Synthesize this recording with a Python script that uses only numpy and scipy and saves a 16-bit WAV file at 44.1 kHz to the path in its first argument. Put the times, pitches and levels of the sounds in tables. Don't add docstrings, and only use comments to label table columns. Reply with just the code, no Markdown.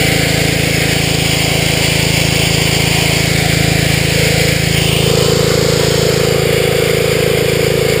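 import sys
import numpy as np
from scipy import signal
from scipy.fft import rfft, irfft
from scipy.io import wavfile
from scipy.ndimage import uniform_filter1d, map_coordinates

SR = 44100
rng = np.random.default_rng(int(sys.argv[2]) if len(sys.argv) > 2 else 0)


def to_linear_factor(level_db):
    exponent = np.asarray(level_db, float) / 20
    return 10 ** exponent


def pcm_store(signal):
    levels = np.round(np.clip(np.atleast_2d(signal), -1, 1) * 32767)
    wavfile.write(sys.argv[1], SR, levels.astype(np.int16).T)


N = 352800


def unit(x):
    return x / np.sqrt(np.mean(np.abs(x) ** 2) + 1e-20)


def curves(rows):
    times, *columns = np.transpose(rows)
    return [np.interp(np.arange(N) / SR, times, column) for column in columns]


def wobble(rate):
    knots = rng.standard_normal(int(N * rate / SR) + 4)
    return map_coordinates(knots, [np.arange(N) * rate / SR])


def rush(colour, patchy_db):
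    spectrum = signal.stft(rng.standard_normal(N + 1024), nperseg=1024)[2]
    ridges = uniform_filter1d(rng.standard_normal(spectrum.shape), size=3, axis=0)
    drifting = unit(uniform_filter1d(ridges, size=30, axis=1))
    patchy = signal.istft(spectrum * to_linear_factor(patchy_db * drifting), nperseg=1024)[1][:N]
    hz, db = np.transpose(colour)
    log_hz = np.log(np.fft.rfftfreq(N, 1 / SR) + 1)
    gain = to_linear_factor(np.interp(log_hz, np.log(hz), db))
    return unit(irfft(rfft(patchy) * gain, N))


def later(x, ms):
    return map_coordinates(x, [np.arange(N) - ms * SR / 1000], mode="mirror")


def pulses(orders, cycles, clear, unsteady_db, skew=0, glide=0):
    total, power = 0, 0
    for multiple, db, change_db in orders:
        level_db = db + clear * change_db
        phase = skew + glide * (multiple - orders[1][0]) ** 2
        total = total + to_linear_factor(level_db) * np.cos(2 * np.pi * multiple * cycles + phase)
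        power = power + to_linear_factor(2 * level_db) / 2
    return total / np.sqrt(power) * to_linear_factor(unsteady_db * wobble(20))


# t/s, firings ahead of the steady rate [cycles]
GOVERNOR = [(0, 0), (1.1, .066), (1.55, .037), (2.85, -.02), (3.5, .033), (4.1, -.017), (4.7, -.008),
            (5.3, -.027), (6.2, .021), (6.6, .022), (6.9, .011), (8, .014)]


def firings():
    firing_hz, first = 27.26, -.401
    ahead, = curves(GOVERNOR)
    return first + firing_hz * np.arange(N) / SR + ahead


# t/s, stance [0 upright, 1 stooped, 2 turning, 3 past the corner, 4 settled]
STANCE = [(0, 1), (.85, 1.06), (1.1, 0), (3.15, 0), (3.35, 1), (4.66, 1.13), (4.93, 2), (5.12, 2.5),
          (5.35, 3), (6.05, 3), (6.65, 4.5), (8, 4)]


def by_stance(values):
    stance, = curves(STANCE)
    return np.interp(stance, np.arange(len(values)), values)


# t/s, thump level/dB, way along the fence [0-1], turn towards the tail pipe [0 none, 1
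WALK = [(0, -16.4, .02, .75), (.5, -17, .02, .45), (1.3, -17.1, .18, 0), (1.85, -17.1, .24, 0),
        (2.05, -15.8, .28, 0), (3.25, -16.2, .36, 0), (3.7, -14.1, .33, .25), (4.11, -15.8, .5, .3),
        (4.18, -15.3, .55, 1.12), (4.5, -15.2, .62, 1.05), (4.62, -15, .76, .1), (4.88, -14.7, .84, -.2),
        (5.12, -15.2, 1, 0), (6.1, -17.1, 1, 0), (6.5, -17.5, 1, 0), (6.85, -19, 1, 0), (7.7, -18, 1, 0),
        (8, -19.3, 1, 0)]


def walk():
    thump_db, way, turn = curves(WALK)
    corner_from = .78
    clear = np.clip((way - corner_from) / (1 - corner_from), 0, 1)
    return thump_db, way, turn, clear


# f/Hz, density level/dB [per Hz]
RUMBLE_COLOUR = [(25, -40), (50, -15), (90, -14.5), (150, -6.5), (240, -9), (310, -3.5), (355, -6),
                 (450, -1.5), (600, -5), (800, -50)]
RUMBLE_DB = [-27.2, -26.3, -26.5, -24, -24]


def rumble():
    return to_linear_factor(by_stance(RUMBLE_DB) - 1.5 + .3 * wobble(6)) * rush(RUMBLE_COLOUR, patchy_db=.4)


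# f/Hz, density level/dB [per Hz]
ROAR_COLOUR = [(300, -40), (430, 3), (550, -1.5), (660, 5), (780, 1.5), (840, -14.5), (1100, -13),
               (1500, -52)]
AIR_DB = [-23.5, -24.2, -22, -23.2, -24.5]


def air_roar():
    way = walk()[1]
    level_db = by_stance(AIR_DB) - 3.5 * way - 1.5
    puff_db = .095 * np.cos(2 * np.pi * (firings() + .019))
    return to_linear_factor(level_db + puff_db + .9 * wobble(11)) * rush(ROAR_COLOUR, patchy_db=1.4)


def fundamental():
    return to_linear_factor(walk()[0] - 27) * np.cos(2 * np.pi * (firings() + .39))


# multiple of the firing rate, level/dB, change in clear view/dB
CASING = [(9, -4, 3), (10, 0, -12), (24, -9, -3), (28, -8, 6)]


def casing():
    _, way, _, clear = walk()
    return to_linear_factor(-25.8 - 13.8 * way) * pulses(CASING, firings() + .027, clear, unsteady_db=.3)


# multiple of the firing rate, level/dB, change in clear view/dB
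COVER = [(11, 0, 1), (12, -3, 1)]


def cover():
    thump_db, way, _, clear = walk()
    level_db = thump_db - 10.3 - 6 * way + 2.5 * clear
    return to_linear_factor(level_db) * pulses(COVER, firings() + .008, clear, unsteady_db=.3)


# multiple of the firing rate, level/dB, change in clear view/dB
FRAME = [(13, -17, 4), (14, 0, 0), (15, -11, 0)]


def frame():
    _, _, turn, clear = walk()
    level_db = -28.5 + 6.2 * clear - 8 * turn
    return to_linear_factor(level_db) * pulses(FRAME, firings() + .005, clear, unsteady_db=.3)


# multiple of the firing rate, level/dB, change in clear view/dB
PIPE = [(16, -2, 2), (17, -3, 1), (18, 0, 0), (19, -3, -3), (20, -5.5, -4.5), (21, -14, -3)]
# f/Hz, density level/dB [per Hz]
PIPE_AIR = [(320, -34), (375, -11), (450, -5), (510, -2), (560, -14), (700, -42)]


def tail_pipe():
    _, _, turn, clear = walk()
    level_db = -27.7 + 11.6 * clear + 7.5 * turn
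    lead = .285 + .015 * clear
    glide = .38 + (.11 - .38) * clear
    burst = pulses(PIPE, firings() + lead, clear, unsteady_db=.3, glide=glide)
    return to_linear_factor(level_db) * burst + to_linear_factor(level_db - 17.7) * rush(PIPE_AIR, patchy_db=.8)


# multiple of the firing rate, level/dB, change in clear view/dB
MUFFLER = [(2, -8.5, -1), (3, -4, 0), (4, -3, 1), (5, 1.5, 1.5), (6, 1.5, 0.5), (7, -10, 3), (8, -11.5, 3)]


def thump():
    thump_db, _, _, clear = walk()
    return to_linear_factor(thump_db + .1) * pulses(MUFFLER, firings() - .017, clear, unsteady_db=.3, skew=.48)


# f/Hz, density level/dB [per Hz]
JET_COLOUR = [(500, -33), (800, -9.5), (1100, -5.5), (1500, -4.5), (1900, -5.5), (2200, 1), (2600, -3),
              (3000, 1.5), (3500, -2), (4100, -5), (4700, -4), (5300, -9), (5600, -15), (5950, -19)]
HISS_DB = [-15, -15, -15.5, -15.4, -17]
# delay [ms], share of the direct sound [ratio]
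GROUND = [(0.3907, .62), (0.414, 0.56), (0.36, 0.57), (0.4, 0.2), (0.423, 0.29)]
FENCE = [(.21, 0.28), (.19, 0.13), (0.24, .35), (0.18, 0.55), (0.14, 0.27)]
WALL = [(0.55, .12), (0.542, 0.38), (0.62, 0.06), (0.578, 0.2), (0.575, 0.22)]
STEP = [(1.27, 0.074), (0.926, 0.077), (1.1, 0.082), (.72, 0.061), (0.832, 0.1)]
SIDING = [(1.474, 0.082), (1.575, 0.027), (1.72, 0.093), (1.54, 0.09), (1.78, 0.084)]


def jet():
    cycles = firings()
    pump_db = .3 * np.cos(4 * np.pi * (cycles + .03)) + .43 * np.cos(2 * np.pi * (cycles + .059))
    unsteady_db = .39 * wobble(7.9) + .47 * wobble(40)
    hiss = to_linear_factor(pump_db + unsteady_db) * rush(JET_COLOUR, patchy_db=1.5)
    echoes = 0
    for surface in (GROUND, FENCE, WALL, STEP, SIDING):
        ms, share = np.transpose(surface)
        echoes = echoes + by_stance(share) * later(hiss, by_stance(ms))
    scattered = .18 * rush(JET_COLOUR, patchy_db=3.5)
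    return to_linear_factor(by_stance(HISS_DB) - 1.5) * (hiss + echoes + scattered)


# t/s, level/dB, half length [s]
SHADOWS = [
    (1.395, -0.5, 0.039),
    (4.592, -1.5, 0.054),
]


def shadows():
    t = np.arange(N) / SR
    return to_linear_factor(sum(db * np.exp(-((t - s) / half_s) ** 2) for s, db, half_s in SHADOWS))


def scene():
    roar = rumble() + air_roar()
    engine = fundamental() + casing() + cover() + frame() + tail_pipe() + thump()
    return (shadows() * (roar + engine + jet()))[None]


def low_pass(x):
    return signal.sosfilt(signal.butter(12, 16610, fs=SR, output="sos"), x)


def record(dry):
    slow_hz, hold, top_hz = 12000, 4, 15400
    slow = signal.resample(dry, N * slow_hz // SR, axis=1)
    slow = slow / (1 + np.abs(slow / .985) ** 16) ** (1 / 16)
    held = signal.resample(np.repeat(slow, hold, axis=1), N, axis=1)
    mix = irfft(rfft(held) * (np.fft.rfftfreq(N, 1 / SR) < top_hz), N)
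    return low_pass(mix)


dry = scene()
out = record(dry)
pcm_store(out)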